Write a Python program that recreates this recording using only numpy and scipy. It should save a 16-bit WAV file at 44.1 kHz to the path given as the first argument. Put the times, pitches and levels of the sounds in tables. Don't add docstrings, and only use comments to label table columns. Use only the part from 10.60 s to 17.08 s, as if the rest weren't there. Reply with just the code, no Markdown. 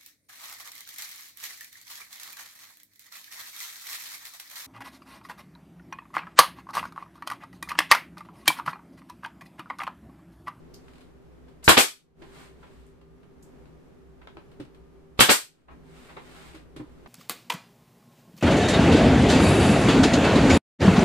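import sys
import numpy as np
from scipy import signal
from scipy.fft import rfft, irfft, next_fast_len
from scipy.io import wavfile
from scipy.ndimage import uniform_filter1d, minimum_filter1d

SR = 44100
rng = np.random.default_rng(int(sys.argv[2]) if len(sys.argv) > 2 else 0)


def unload_wav(signal):
    wavfile.write(
        sys.argv[1],
        SR,
        np.round(np.clip(np.atleast_2d(signal).T, -1, 1) * 32767).astype(np.int16),
    )


N = 285591

# trigger pulled [t/s], air blast [t/s], piston returns [t/s]
SHOTS = [(1.039, 1.083, 1.1662), (4.587, 4.6, 4.686)]
# start [t/s], rattle level [level/dB], rise [t/s], rattle t60 [t/s], crack [level/dB], low push [level/dB]
PISTON_BLOWS = [(1.0784, 5.5, 0.00054, 0.1, 10.5, 2), (1.0919, 8, 0.0015, 0.044, -5, 1.5),
                (4.591, -6.5, 0.0057, 0.069, -15, -9.5), (4.6061, 9.5, 0.0014, 0.05, 9, -10.5)]
# mode [f/Hz], relative [level/dB], t60 [t/s]
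TOOL_MODES = [(116, -2, 0.1), (172, -0.5, 0.065), (199, 1.5, 0.056), (325, -1.5, 0.15), (413, -6, 0.071),
              (570, -1.5, .08), (726, -1, 0.055), (1115, -1, 0.048), (1270, -6.5, 0.035), (1510, -1, 0.026),
              (1550, 4, 0.03), (1667, 1.5, 0.12), (1790.5, -1.5, .06), (2560, -3.5, 0.057), (3010, 3, .045),
              (3600, -8, 0.025)]
# mode [f/Hz], relative [level/dB], t60 [t/s]
CRACK_MODES = [(616, -6, 0.019), (900, -4.5, 0.029), (1220, -7.5, 0.02), (1592, 1, 0.028),
               (2390, -6, 0.022), (3130, -4.5, 0.014), (3920, -3.5, 0.017)]
# [f/Hz], relative [level/dB per Hz]
RATTLE_SPECTRUM = [(30, -16), (100, -0.5), (200, -0.5), (330, 3.5), (750, -3.5), (1100, 1.5), (1600, 0),
                   (2200, -4.5), (3200, -0.5), (4600, -7), (6000, -22.5), (14000, -41.5)]
# [f/Hz], relative [level/dB per Hz]
BUMPER_SPECTRUM = [(40, -22), (90, -20), (160, -4.5), (380, 0), (750, -3.5), (1300, -3), (2500, -3.5),
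                   (4600, -8.5), (6000, -19), (14000, -40.5)]
# [f/Hz], relative [level/dB per Hz]
AIR_SPECTRUM = [(200, -26.5), (800, -17.5), (1500, -8), (3000, -14), (5000, 0), (6400, -1.5), (7300, 1.5),
                (8060, 4), (9500, -0.5), (11000, -5), (13200, -3), (15000, -9.5)]
# start [t/s], onset [level/dB], treble shelf [level/dB], t60 [t/s]
LIGHT_TAPS = [(.281, -52, 6, 0.035), (.879, -60, 10, .1), (2.025, -51, -14, .13),
              (3.614, -51.5, -12, 0.067), (3.672, -39.5, -5, 0.02), (5.082, -39, -41, 0.073),
              (5.486, -48.5, -7, 0.18), (6.458, -45, -6.5, .05)]
# start [t/s], onset [level/dB], t60 [t/s], centre [f/Hz]
METAL_SCRAPES = [(.138, -46, 0.025, 5050), (0.146, -60, 0.053, 6270), (2.262, -65.5, 0.031, 8520),
                 (2.285, -73.5, 0.026, 8530), (2.823, -54.5, 0.06, 7680)]
# start [t/s], panel [level/dB], pitch [factor on the panel modes],
# contact [level/dB], treble shelf [level/dB], contact t60 [t/s]
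CABINET_KNOCKS = [(1.616, -37, 1.14, -48.5, 1, 0.11), (3.769, -38, 1.11, -43, -5, 0.021),
                  (3.997, -25.5, 1.02, -47.5, 11, 0.088), (5.564, -36, 1.31, -39.5, -14, 0.095),
                  (5.943, -36, 1.063, -49.5, 13.5, 0.14), (6.161, -31, 1.09, -45, 16, 0.081),
                  (6.196, -25.5, 1.01, -46.5, -45, 0.085)]
# mode before the pitch factor [f/Hz], relative [level/dB], t60 [t/s]
PANEL_MODES = [(126, -10, 0.12), (258, -20, 0.21), (298.6, 1.5, 0.072), (359, -6.5, 0.08),
               (540, -11, 0.052)]
# mode [f/Hz], relative [level/dB], t60 [t/s]
NOSE_MODES = [(940, 0, .03), (1300, -3.5, 0.09), (1624, -0.5, 0.025), (2030, -13.5, 0.019), (2550, -5, .02),
              (3930, -8, 0.018)]
# [f/Hz], relative [level/dB per Hz]
TAP_SPECTRUM = [(100, -12), (400, -1.5), (1000, 5.5), (1700, 1.5), (2500, -1.5), (4200, -8), (6000, -21),
                (9000, -22), (14000, -36)]
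# start [t/s], length [t/s], ticks [1/s], mean tick [level/dB], treble shelf [level/dB]
NOSE_NUDGES = [(.315, .115, 43, -56.5, 17), (2.379, .8, 4, -59, 4), (3.861, .36, 12, -57, 12)]
# start [t/s], length [t/s], at full speed before the overall trim in sliding() [level/dB]
HAND_STROKES = [(.12, 0.43, -64.5), (1.563, 0.22, -61.5), (1.666, .27, -51.5), (1.845, .56, -63.5),
                (4.796, 0.33, -61), (5.209, 0.45, -54.5), (5.522, .54, -51), (6.049, 0.55, -68)]
# [f/Hz], relative [level/dB per Hz]
RUB_SPECTRUM = [(150, -8), (600, -2), (1400, -0.5), (2500, -4.5), (4000, -8.5), (6000, -16.5), (8500, -12),
                (11000, -22.5), (14500, -22)]
# [f/Hz], t60 [t/s]
KITCHEN_T60 = [(60, 0.15), (200, 0.12), (600, 0.19), (1500, 0.21), (4000, 0.25), (8000, 0.23), (14000, .22)]
# [f/Hz], correlation [0 to 1]
MIC_LIKENESS = [(40, 0.073), (120, 0.11), (300, 0), (700, 0.27), (2000, 0.06)]
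# resonance [f/Hz], rms [level/dB], random wander rate [f/Hz]
RUMBLE_RESONANCES = [(61.8, -59, 7.3), (159.3, -64.5, 6.2), (252.5, -65.5, 7.2), (390, -63, 9.6),
                     (1210, -82, 5)]
# [f/Hz], relative [level/dB per Hz]
ROOM_SPECTRUM = [(20, -5), (30, -15.5), (60, -6), (100, -11.5), (160, -4.5), (205, -11), (250, -8),
                 (330, -10), (400, -8.5), (460, -12), (650, -20.5), (1360, -26.5), (4000, -40),
                 (14600, -50.5)]

SAFETY_LEAD_S, SAFETY_DB, SAFETY_TREBLE_DB, SAFETY_T60_S = 0.014, -51.5, 16, 0.14
VALVE_DB, VALVE_RISE_S, VALVE_T60_S = -38.5, 0.005, 0.06
BLAST_DB, BLAST_RISE_S, BLAST_OPEN_S, BLAST_T60_S = -1, 0.0075, 0.0066, 0.054
RETURN_DB, RETURN_RISE_S, RETURN_T60_S = 4.5, 0.011, 0.07
EXHAUST_LAG_S, EXHAUST_DB, EXHAUST_RISE_S, EXHAUST_OPEN_S, EXHAUST_T60_S = 0.0103, -6, 0.0025, 0.028, 0.082
TICK_T60_S, TICK_SPREAD_DB = 0.045, 1
SPEED_POWER = 1.4
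EDGE_HZ = 14800

T = np.arange(SR // 2) / SR
SIZE = next_fast_len(N + SR // 2, True)
HZ = np.fft.rfftfreq(SIZE, 1 / SR)


def piston(push_hz=110, push_t60=0.02, ring_db=-8, return_ring_db=-8, chatter_db=2, chatter_hz=300, radiate_hz=35):
    out, loose = np.zeros((2, 2, N))
    push = np.sin(2 * np.pi * push_hz * T) * fade(push_t60)
    for s, db, rise, t60, crack_db, push_db in PISTON_BLOWS:
        add(loose, s, amp(db) * noise(RATTLE_SPECTRUM, len(T)) * swell(rise, t60))
        body = amp(db + ring_db) * ring(TOOL_MODES, 4.5, rise)
        crack = amp(crack_db) * ring(CRACK_MODES, 5.5, rise / 2)
        add(out, s, body + crack + amp(push_db) * push)
    for _, _, back in SHOTS:
        landing = noise(BUMPER_SPECTRUM, len(T)) * swell(RETURN_RISE_S, RETURN_T60_S)
        add(loose, back, amp(RETURN_DB) * landing)
        add(out, back, amp(RETURN_DB + return_ring_db) * ring(TOOL_MODES, 2.0, RETURN_RISE_S))
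    clumps = unit(amp(chatter_db * drift(chatter_hz)))
    return highpass(out + loose * clumps, radiate_hz)


def air(flutter_db=0.5, flutter_hz=250):
    level = np.zeros((1, N))
    for trigger, blast, back in SHOTS:
        add(level, trigger, amp(VALVE_DB) * swell(VALVE_RISE_S, VALVE_T60_S, blast - trigger))
        add(level, blast, amp(BLAST_DB) * swell(BLAST_RISE_S, BLAST_T60_S, BLAST_OPEN_S))
        exhaust = amp(EXHAUST_DB) * swell(EXHAUST_RISE_S, EXHAUST_T60_S, EXHAUST_OPEN_S)
        add(level, back + EXHAUST_LAG_S, exhaust)
    return level * noise(AIR_SPECTRUM, SIZE)[:, :N] * amp(flutter_db * drift(flutter_hz))


def handling(scrape_rise=0.006, panel_rise=0.0046, panel_lag=0.0011):
    out = np.zeros((2, N))
    for s, db, treble_db, t60 in LIGHT_TAPS:
        add(out, s, tap(db, treble_db, t60))
    for trigger, _, _ in SHOTS:
        add(out, trigger - SAFETY_LEAD_S, tap(SAFETY_DB, SAFETY_TREBLE_DB, SAFETY_T60_S))
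    for s, db, t60, hz in METAL_SCRAPES:
        band = [(hz / 4, -22), (hz * 0.75, -10), (hz, 0), (hz * 1.3, -12), (hz * 2, -15)]
        add(out, s, amp(db) * noise(band, len(T)) * swell(scrape_rise, t60))
    for s, panel_db, pitch, db, treble_db, t60 in CABINET_KNOCKS:
        modes = [(hz * pitch, mode_db, mode_t60) for hz, mode_db, mode_t60 in PANEL_MODES]
        add(out, s, tap(db, treble_db, t60))
        add(out, s + panel_lag, amp(panel_db) * ring(modes, 1.0, panel_rise))
    return out


def tap(db, treble_db, t60, softness=0.06, nose_db=-4):
    rise = softness * t60
    clatter = noise(TAP_SPECTRUM, len(T), treble_db) * swell(rise, t60)
    return amp(db) * (clatter + amp(nose_db) * ring(NOSE_MODES, np.pi, rise))


def nudging():
    out = np.zeros((2, N))
    for start, length, rate, db, treble_db in NOSE_NUDGES:
        for k, (late, strength) in enumerate(rng.random((round(length * rate), 2))):
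            tick_db = db + TICK_SPREAD_DB * (2 * strength - 1)
            add(out, start + (k + late) / rate, tap(tick_db, treble_db, TICK_T60_S))
    return out


def sliding(grain_db=1.0, grain_hz=90, level_db=-2):
    t, power = np.arange(N) / SR, np.zeros(N)
    for start, length, db in HAND_STROKES:
        speed = np.sin(np.pi * np.clip((t - start) / length, 0, 1))
        power += (amp(db) * abs(speed) ** SPEED_POWER) ** 2
    grain = amp(level_db + grain_db * drift(grain_hz))
    return grain * np.sqrt(power) * noise(RUB_SPECTRUM, SIZE)[:, :N]


def kitchen(x, blend_hz=7, bass_hz=130):
    turn = 2 * np.pi * blend_hz * np.arange(N) / SR
    sent = highpass(x, bass_hz)
    shares = (np.cos(turn), np.sin(turn))
    return sum(signal.oaconvolve(sent * share, reflections(), axes=1)[:, :N] for share in shares)


def reflections(gap=0.003, build=0.0021, echoes_per_s=4000):
    echoes = rng.choice([-1., 1.], (2, len(T))) * (rng.random((2, len(T))) < echoes_per_s / SR)
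    echoes = irfft(paired(rfft(echoes), np.fft.rfftfreq(len(T), 1 / SR)), len(T))
    hz, t, bands = signal.stft(echoes, SR, nperseg=256)
    decay = np.exp(-np.log(1000) * t / read(KITCHEN_T60, hz)[:, None])
    tail = signal.istft(bands * decay, SR, nperseg=256)[1][:, :len(T)]
    tail = tail * np.clip((T - gap) / build, 0, 1)
    return tail / np.linalg.norm(tail, axis=1, keepdims=True)


def background(tone_db=-53.5, steady=0.52, swell_db=1.26):
    t = np.arange(N) / SR
    out = amp(tone_db + swell_db * drift(3)) * noise(ROOM_SPECTRUM, SIZE)[:, :N]
    for hz, db, rate_hz in RUMBLE_RESONANCES:
        phase = 2 * np.pi * hz * t + rng.uniform(-0.5, 0.68, (2, 1))
        rumble = (steady + drift(rate_hz)) * np.cos(phase) + drift(rate_hz) * np.sin(phase)
        out += amp(db) * unit(rumble)
    return out


def amp(db):
    return 10 ** (np.asarray(db) / 20)


def unit(x):
    return x / np.sqrt(np.mean(x ** 2) + 1e-20)


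def read(points, hz):
    f, value = np.transpose(points)
    return np.interp(np.log(hz + 1), np.log(f), value)


def fade(t60):
    return np.exp(-np.log(1000) * T / np.maximum(t60, 1e-3))


def swell(rise, t60, hold=0):
    falling = np.maximum(T - rise - hold, 0)
    return np.minimum(T / max(rise, 1e-4), 1) * np.exp(-np.log(1000) * falling / max(t60, 1e-3))


def add(mix, s, sound):
    part = mix[:, round(s * SR):][:, :sound.shape[-1]]
    part += sound[..., :part.shape[1]]


def paired(z, hz):
    same = np.clip(read(MIC_LIKENESS, hz), -1, 1)
    return np.array([z[0], same * z[0] + np.sqrt(1 - same ** 2) * z[1]])


def noise(spectrum, size, treble_db=0, shelf_hz=4500):
    hz = np.fft.rfftfreq(size, 1 / SR)
    shelf = treble_db * hz ** 2 / (hz ** 2 + shelf_hz ** 2)
    white = paired(rfft(rng.standard_normal((2, size))), hz)
    return unit(irfft(white * amp(read(spectrum, hz) + shelf), size))


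def drift(rate_hz):
    return unit(irfft(rfft(rng.standard_normal(SIZE)) * np.exp(-(HZ / rate_hz) ** 2), SIZE)[:N])


def ring(modes, spread, rise, apart_hz=800):
    out = np.zeros((2, len(T)))
    for hz, db, t60 in modes:
        phase = spread * min(hz / apart_hz, 1) * (2 * rng.random((2, 1)) - 1)
        out += amp(db) * fade(t60) * np.sin(2 * np.pi * hz * T + phase)
    undamped_rms = np.sqrt(sum(amp(db) ** 2 for _, db, _ in modes) / 2)
    return out * (1 - np.exp(-T / max(rise, 1e-4))) / undamped_rms


def highpass(x, hz):
    return signal.sosfilt(signal.butter(2, hz, "highpass", fs=SR, output="sos"), x)


def scene(blow_wet_db=0, air_wet_db=0, small_wet_db=-2, air_pan_db=0.8):
    blows, jets = piston(), air() * amp([[air_pan_db], [-air_pan_db]])
    house = background()
    small = handling() + sliding() + nudging()
    sent = amp(blow_wet_db) * blows + amp(air_wet_db) * jets + amp(small_wet_db) * small
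    return blows + jets + small + kitchen(sent) + house


def record(dry, threshold_db=-15, depth_db=14, hold=0.34):
    power_db = 10 * np.log10(abs(uniform_filter1d((dry ** 2).mean(0), size=128)) + 1e-12)
    over_db = np.clip(power_db - threshold_db, 0, depth_db)
    half = int(hold * SR / 2)
    held_db = -minimum_filter1d(-over_db, 2 * half + 1, origin=half, mode="constant")
    ducked = dry * amp(-uniform_filter1d(held_db, size=64))
    limited = ducked / (1 + ducked ** 6) ** (1 / 6)
    band_limit = signal.firwin(401, EDGE_HZ, window=("kaiser", 8), fs=SR)
    return signal.oaconvolve(limited, band_limit[None], "same")


dry = scene()
out = record(dry)
unload_wav(out)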